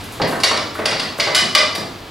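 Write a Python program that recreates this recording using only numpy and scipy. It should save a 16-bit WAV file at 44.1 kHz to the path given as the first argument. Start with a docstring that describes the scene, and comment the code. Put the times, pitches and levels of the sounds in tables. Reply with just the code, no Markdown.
"""Kitchen hiss, rumble and a wavering hum; over it a wire whisk beats thick dough in a steel saucepan.
Clinks: quick volleys of wires ring the pan's damped modes, each wire adding a short noise crack.
Swishes: dense treble grains as wires run along the wall. Thuds: low noise bursts, the pan on the hob.
The hard kitchen answers with dense, banded reflections; gain control ducks after loud hits."""
import sys
import numpy as np
from scipy import signal
from scipy.fft import rfft, irfft
from scipy.io import wavfile
from scipy.ndimage import uniform_filter1d

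SR = 44100
rng = np.random.default_rng(int(sys.argv[2]) if len(sys.argv) > 2 else 0)


def file_out(sig):
    """Save sig as 16-bit WAV at sys.argv[1]."""
    # one column per channel
    cols = np.atleast_2d(sig).T
    # limit, then scale
    lim = np.clip(cols, -1, 1)
    pcm = np.round(lim * 32767).astype(np.int16)
    wavfile.write(sys.argv[1], SR, pcm)


def boost(x):
    """Linear amplitude factor 10**(x/20) for a level x in decibels (scalar or array-like)."""
    u = np.asarray(x, float) / 20
    return 10 ** u


N = 92610

# kitchen background spectrum, relative: hz, level_db
AIR_SPECTRUM = [(25, -20), (45, -3), (70, -54), (110, -8.5), (180, -8), (300, -5), (450, -11.5), (900, -12),
                (1800, -17), (4000, -17.5), (6000, -27), (10000, -33.5), (15500, -35.5)]
AIR_DB, AIR_SIDE_DB = -32.5, 0.5
HUM_HZ, HUM_WIDTH_HZ, HUM_DB = 101, 36, -40   # appliance hum

# volleys of wires on the pan, relative levels:
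# start_s, level_db, length_s, rim_share (0-1), tilt_below_pivot_db_per_octave, tilt_above_pivot_db_per_octave
WIRE_VOLLEYS = [(0.005, -32.5, .04, 0.77, 0.1, 10), (0.216, -10, .008, .3, -4, -9),
                (0.4, -17.5, 0.016, 0.1, 3, 6.5), (0.434, 0.5, 0.015, 0.029, 1, 3),
                (0.5715, -7.5, .006, 0.5, -1, -2), (0.855, -3.5, 0.0078, 0.2, -2.2, 3),
                (0.912, -9.5, 0.029, 0.073, -3.2, -9), (0.995, -8.5, 0.0089, 0.15, -0.5, -0.5),
                (1.198, -2, 0.011, 0.41, 0.5, -5.5), (1.273, -12.5, 0.0088, 0.51, -4.6, -8),
                (1.347, 0.5, 0.009, 0.98, 1.6, 6), (1.36, -5, .01, .7, -1.5, 6),
                (1.377, -3.5, .02, 1, 2.9, -8), (1.43, -23, 0.011, 0.74, 2, -3),
                (1.55, 3, .013, 0.65, 0.3, -1.5), (1.587, -8, 0.0089, 0.69, -4, -4),
                (1.7484, -10, 0.014, 0.25, -2, 0), (1.853, -43, 0.0082, 0.54, -4, -15)]
WIRES, VOLLEY_FALL_DB = 14, 5   # later wires land softer
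WIRE_SPREAD_DB, MODE_SPREAD_DB = 2.5, 1.5
FOLLOWER_DB = -11   # mode level of all wires after the first
PIVOT_HZ, CLINK_LOW_HZ = 4910, 350

# pan modes, relative levels, t60 before the dough's limit: hz, wall_db, rim_db, t60_s
PAN_MODES = [(608, -23, -22, 0.12), (735, -18, -30, 0.11), (1145, -20.5, -10.5, 0.071),
             (1230, -15.5, -15.5, 0.04), (1986, -14, -11, 0.028), (2068, -11, 1, 0.024),
             (2314, -4, -21, 0.031), (2395, -15, -1.5, 0.017), (2810, -2, -25, 0.017),
             (2956, -22.5, -5, .11), (3750, -15, -23, 0.15), (3700, -24, -36, 0.026),
             (4000, -32, -21, 0.036), (4620, 0.5, -36, 0.028), (4680, -4, -16.5, 0.047),
             (5020, -5.5, -3, 0.02), (5650, -11, -28, 0.11), (6800, -21.5, -24, 0.06),
             (7550, -29, -31, 0.023), (9320, -18.5, -19, 0.019), (11220, -20, -64.5, 0.03)]
RING_DB = 5.5
DOUGH_CYCLES, DOUGH_T60_S = 300, 0.11   # longest t60 the dough allows, in cycles and in s

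# crack of wire on steel, relative spectrum before tilt: hz, level_db
CRACK_SPECTRUM = [(150, -62), (400, -14.5), (900, -9.5), (2900, -8), (4600, 0.5), (6500, -13.5),
                  (9500, -17.5), (12000, -29.5), (15000, -58)]
CRACK_DB, CRACK_RISE_S, CRACK_T60_S = -1, 0.0004, 0.032

# wires along the wall, relative levels; length is a 20 dB fall: start_s, level_db, length_s
WALL_SWISHES = [(0.036, -37, 0.039), (0.118, -34.5, 0.044), (0.272, -33.5, 0.13), (0.741, -38, 0.099),
                (1.179, -30.5, 0.045), (1.75, -20, 0.018)]
SWISH_LOW_HZ, SWISH_TOP_HZ, SWISH_RISE_S, SWISH_GRAINS_PER_S = 6000, 12800, 0.0047, 8900

# pan knocks on the hob, relative levels; 12 dB down one width from centre: start_s, level_db, centre_hz, width_octaves
HOB_KNOCKS = [(0.198, -9, 590, 1.41), (0.215, -13.5, 185.6, 0.82), (0.228, -12.5, 604, 0.55),
              (0.263, -33, 497, 2.2), (0.323, -10, 660, 1.62), (0.371, -29, 252, 0.85),
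              (0.435, -6.5, 850, 1.7), (0.51, -7, 650, 2.45), (0.58, -21, 250, 0.57),
              (0.752, -18, 1310, 0.97), (0.789, -9.5, 450, 2.3), (0.813, -32, 300, 1.8),
              (0.92, -13, 520, 2), (1.03, -17.5, 300, 3.5), (1.186, -12, 490, 2), (1.268, -12, 560, 1.8),
              (1.346, -24, 610, 1.8), (1.421, -15.5, 397, 2), (1.553, -15.5, 690, 1.4),
              (1.6, -15, 510, 1.9), (1.776, -16, 350, 1.9), (1.831, -21, 497, 1.67)]
THUD_DB, THUD_RISE_S, THUD_T60_S = 0.5, 0.0034, 0.06

# reverberation time of the kitchen: hz, t60_s
ROOM_T60_S = [(100, 0.36), (400, 0.7), (1000, 0.63), (3000, 0.56), (7000, 0.57), (14000, 0.24)]
# reflection colour, relative: hz, level_db
ROOM_COLOUR_DB = [(100, 4), (500, 0.2), (2000, -2), (5000, -4), (8000, -4.5), (15000, -8.5)]
# stereo width of the reflections; the background offsets it: hz, side_minus_mid_db
ROOM_SIDE_DB = [(60, -27.5), (180, -21), (550, -9), (1650, -7.5), (4970, -13), (15000, -22)]
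ROOM_DB, ROOM_BUILD_S = 7, 0.01

# phase between two close microphone ports: hz, left_lead_rad
PORT_PHASE_RAD = [(30, -0.019), (150, -.3), (600, -0.39), (2000, -0.23), (5000, -0.19), (8000, -0.76),
                  (15000, 0.19)]
AGC_KNEE_DB, AGC_SLOPE, AGC_LAG_S, AGC_RELEASE_DB_PER_S = -16.5, 0.27, 0.042, 1
CEILING, TOP_HZ = 0.89, 15700


def at_hz(points, hz):
    """Read a table on a log-frequency axis."""
    points = np.array(points)
    return np.interp(np.log(hz + 1), np.log(points[:, 0]), points[:, 1])


def rms_one(x):
    """Scale to unit rms."""
    return x / np.sqrt(np.mean(x ** 2) + 1e-20)


def coloured(x, gain_db):
    """Filter by a gain in dB given as a function of Hz."""
    size = x.shape[-1]
    hz = np.arange(size // 2 + 1) * SR / size
    return irfft(rfft(x) * boost(gain_db(hz)), size)


def air():
    """Steady noise of set spectrum and width, plus narrow noise as a wavering hum."""
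    mid, side, hum = rng.standard_normal((3, N))
    side = coloured(side, lambda hz: at_hz(ROOM_SIDE_DB, hz) + AIR_SIDE_DB)
    stereo = np.array([mid + side, mid - side])
    stereo = rms_one(coloured(stereo, lambda hz: at_hz(AIR_SPECTRUM, hz)))
    hum = coloured(hum, lambda hz: -10 * np.log10(1 + (2 * (hz - HUM_HZ) / HUM_WIDTH_HZ) ** 4))
    return boost(AIR_DB) * stereo + boost(HUM_DB) * rms_one(hum)


def ring(clicks, hz, t60_s):
    """Two-pole resonator: a unit click starts a decaying sine of initial height 1."""
    radius = boost(-60 / (max(t60_s, 0.005) * SR))
    angle = 2 * np.pi * hz / SR
    return signal.lfilter([0, np.sin(angle)], [1, -2 * radius * np.cos(angle), radius ** 2], clicks + 1e-18)


def tilt_db(row, hz):
    """Colour of one volley: two slopes meeting at the pivot."""
    octaves = np.log2((hz + 50) / PIVOT_HZ)
    return row[..., 4] * np.minimum(octaves, 0) + row[..., 5] * np.maximum(octaves, 0)


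def pan_ringing(rows, starts, wires):
    """Each wire excites every mode, weighted by where it lands between low wall and rim."""
    out = np.zeros(N + SR)
    spread_db = MODE_SPREAD_DB * rng.standard_normal((len(rows), len(PAN_MODES), WIRES))
    rim = np.clip(rows[:, 3:4], 0, 1)
    follower_db = FOLLOWER_DB * (np.arange(WIRES) > 0)
    for k, (hz, wall_db, rim_db, t60_s) in enumerate(PAN_MODES):
        level_db = wall_db + rim * (rim_db - wall_db) + RING_DB
        level_db = level_db + tilt_db(rows, hz)[:, None] + follower_db + spread_db[:, k]
        clicks = np.zeros(N + SR)
        np.add.at(clicks, starts, (-1) ** k * wires * boost(level_db))
        out += ring(clicks, hz, min(t60_s, DOUGH_T60_S, DOUGH_CYCLES / hz))
    return out


def wire_cracks(rows, starts, wires):
    """Each wire gives a short broadband noise burst with its volley's tilt."""
    out = np.zeros(N + SR)
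    t = np.arange(2048) / SR
    shape = boost(-60 * t / CRACK_T60_S) * (1 - np.exp(-t / CRACK_RISE_S))
    noise = rng.standard_normal((*starts.shape, len(t)))
    for row, row_starts, sizes, hiss in zip(rows, starts, wires, noise):
        hiss = rms_one(coloured(hiss, lambda hz: at_hz(CRACK_SPECTRUM, hz)))
        hiss = coloured(hiss, lambda hz: tilt_db(row, hz))
        for i, size, burst in zip(row_starts, sizes, hiss):
            out[i:i + len(t)] += boost(CRACK_DB) * size * burst * shape
    return out


def clinks():
    """Volleys of wire impacts of random sign and spacing ring the pan and crack."""
    rows = np.array(WIRE_VOLLEYS)
    # one random moment in each equal slot of the volley
    progress = (np.arange(WIRES) + rng.random((len(rows), WIRES))) / WIRES
    starts = ((rows[:, :1] + rows[:, 2:3] * progress) * SR).astype(int)
    wire_db = rows[:, 1:2] - VOLLEY_FALL_DB * progress
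    wire_db = wire_db + WIRE_SPREAD_DB * rng.standard_normal(starts.shape)
    wires = boost(wire_db) * rng.choice([-1, 1], starts.shape) / np.sqrt(WIRES)
    out = pan_ringing(rows, starts, wires) + wire_cracks(rows, starts, wires)
    low_cut = signal.butter(2, CLINK_LOW_HZ, "high", fs=SR, output="sos")
    return signal.sosfilt(low_cut, out[:N])


def kitchen(x):
    """Dense reflections build up, then die band by band; mid and side tails differ."""
    t = np.arange(SR + SR // 2) / SR
    tail = np.zeros((2, len(t)))
    edges_hz = 60 * 2 ** np.arange(0, 8.6, 0.5)
    white = rng.standard_normal((2, 2, len(t)))   # neighbouring bands use different noise
    for k, (low, high) in enumerate(zip(edges_hz, np.minimum(edges_hz[1:], 19000))):
        hz = np.sqrt(low * high)
        band_pass = signal.butter(2, [low, high], "band", fs=SR, output="sos")
        band = signal.sosfilt(band_pass, white[k % 2])
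        t60_s = at_hz(ROOM_T60_S, hz)
        gain_db = at_hz(ROOM_COLOUR_DB, hz) + np.array([[0], [at_hz(ROOM_SIDE_DB, hz)]])
        gain = boost(gain_db) / np.sqrt(t60_s * SR / np.log(1e6))   # offsets decay length
        tail += gain * band * boost(-60 * t / t60_s)
    tail *= 1 - np.exp(-t / ROOM_BUILD_S)
    mid, side = signal.fftconvolve(x[None], tail, axes=1)[:, :N]
    return boost(ROOM_DB) * np.array([mid + side, mid - side])


def swishes():
    """Dense random treble grains, swelling in and dying along each stroke."""
    t = np.arange(N) / SR
    strokes = np.zeros(N)
    for start_s, level_db, length_s in WALL_SWISHES:
        age_s = np.clip(t - start_s, 0, 9)
        strokes += boost(level_db - 20 * age_s / length_s) * (1 - np.exp(-age_s / SWISH_RISE_S))
    grains = rng.standard_normal(N) * (rng.random(N) < SWISH_GRAINS_PER_S / SR)
    band_pass = signal.butter(2, [SWISH_LOW_HZ, SWISH_TOP_HZ], "band", fs=SR, output="sos")
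    return strokes * rms_one(signal.sosfilt(band_pass, grains))


def thuds():
    """Dull knocks: noise around a low centre, soft rise, quick fall."""
    t = np.arange(8192) / SR
    out = np.zeros(N + SR)
    shape = (1 - np.exp(-t / THUD_RISE_S)) * boost(-60 * t / THUD_T60_S)
    noises = rng.standard_normal((len(HOB_KNOCKS), len(t)))
    for (start_s, level_db, centre_hz, width_octaves), noise in zip(HOB_KNOCKS, noises):
        body = coloured(noise, lambda hz: -12 * (np.log2((hz + 1) / centre_hz) / width_octaves) ** 2)
        i = int(start_s * SR)
        out[i:i + len(t)] += boost(level_db + THUD_DB) * rms_one(body) * shape
    return out[:N]


def scene():
    """Pan sounds, direct and through the kitchen, over the background."""
    pan = clinks() + thuds() + swishes()
    return pan + kitchen(pan) + air()


def roll_off(x):
    """The treble ends steeply here."""
    return signal.sosfilt(signal.butter(12, 16370, fs=SR, output="sos"), x)


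def record(dry):
    """Port phase, gain control that ducks after loud hits and recovers slowly, rounded peaks, top cut."""
    lead_rad = at_hz(PORT_PHASE_RAD, np.arange(N // 2 + 1) * SR / N)
    turn = np.exp(0.5j * lead_rad * np.array([[1], [-1]]))
    dry = irfft(rfft(dry) * turn, N)

    power = uniform_filter1d(np.mean(dry ** 2, axis=0), size=441)   # 10 ms
    level_db = 10 * np.log10(power + 1e-12)
    wanted_cut_db = AGC_SLOPE * np.maximum(level_db - AGC_KNEE_DB, 0)
    # peak hold falling at the release rate
    ramp_db = AGC_RELEASE_DB_PER_S * np.arange(N) / SR
    cut_db = np.maximum.accumulate(wanted_cut_db + ramp_db) - ramp_db
    r = np.exp(-1 / (AGC_LAG_S * SR))
    held = dry * boost(-signal.lfilter([1 - r], [1, -r], cut_db))

    rounded = CEILING * np.tanh(held / CEILING)
    top_cut = signal.butter(8, TOP_HZ, fs=SR, output="sos")
    return roll_off(signal.sosfilt(top_cut, rounded))


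dry = scene()
out = record(dry)
file_out(out)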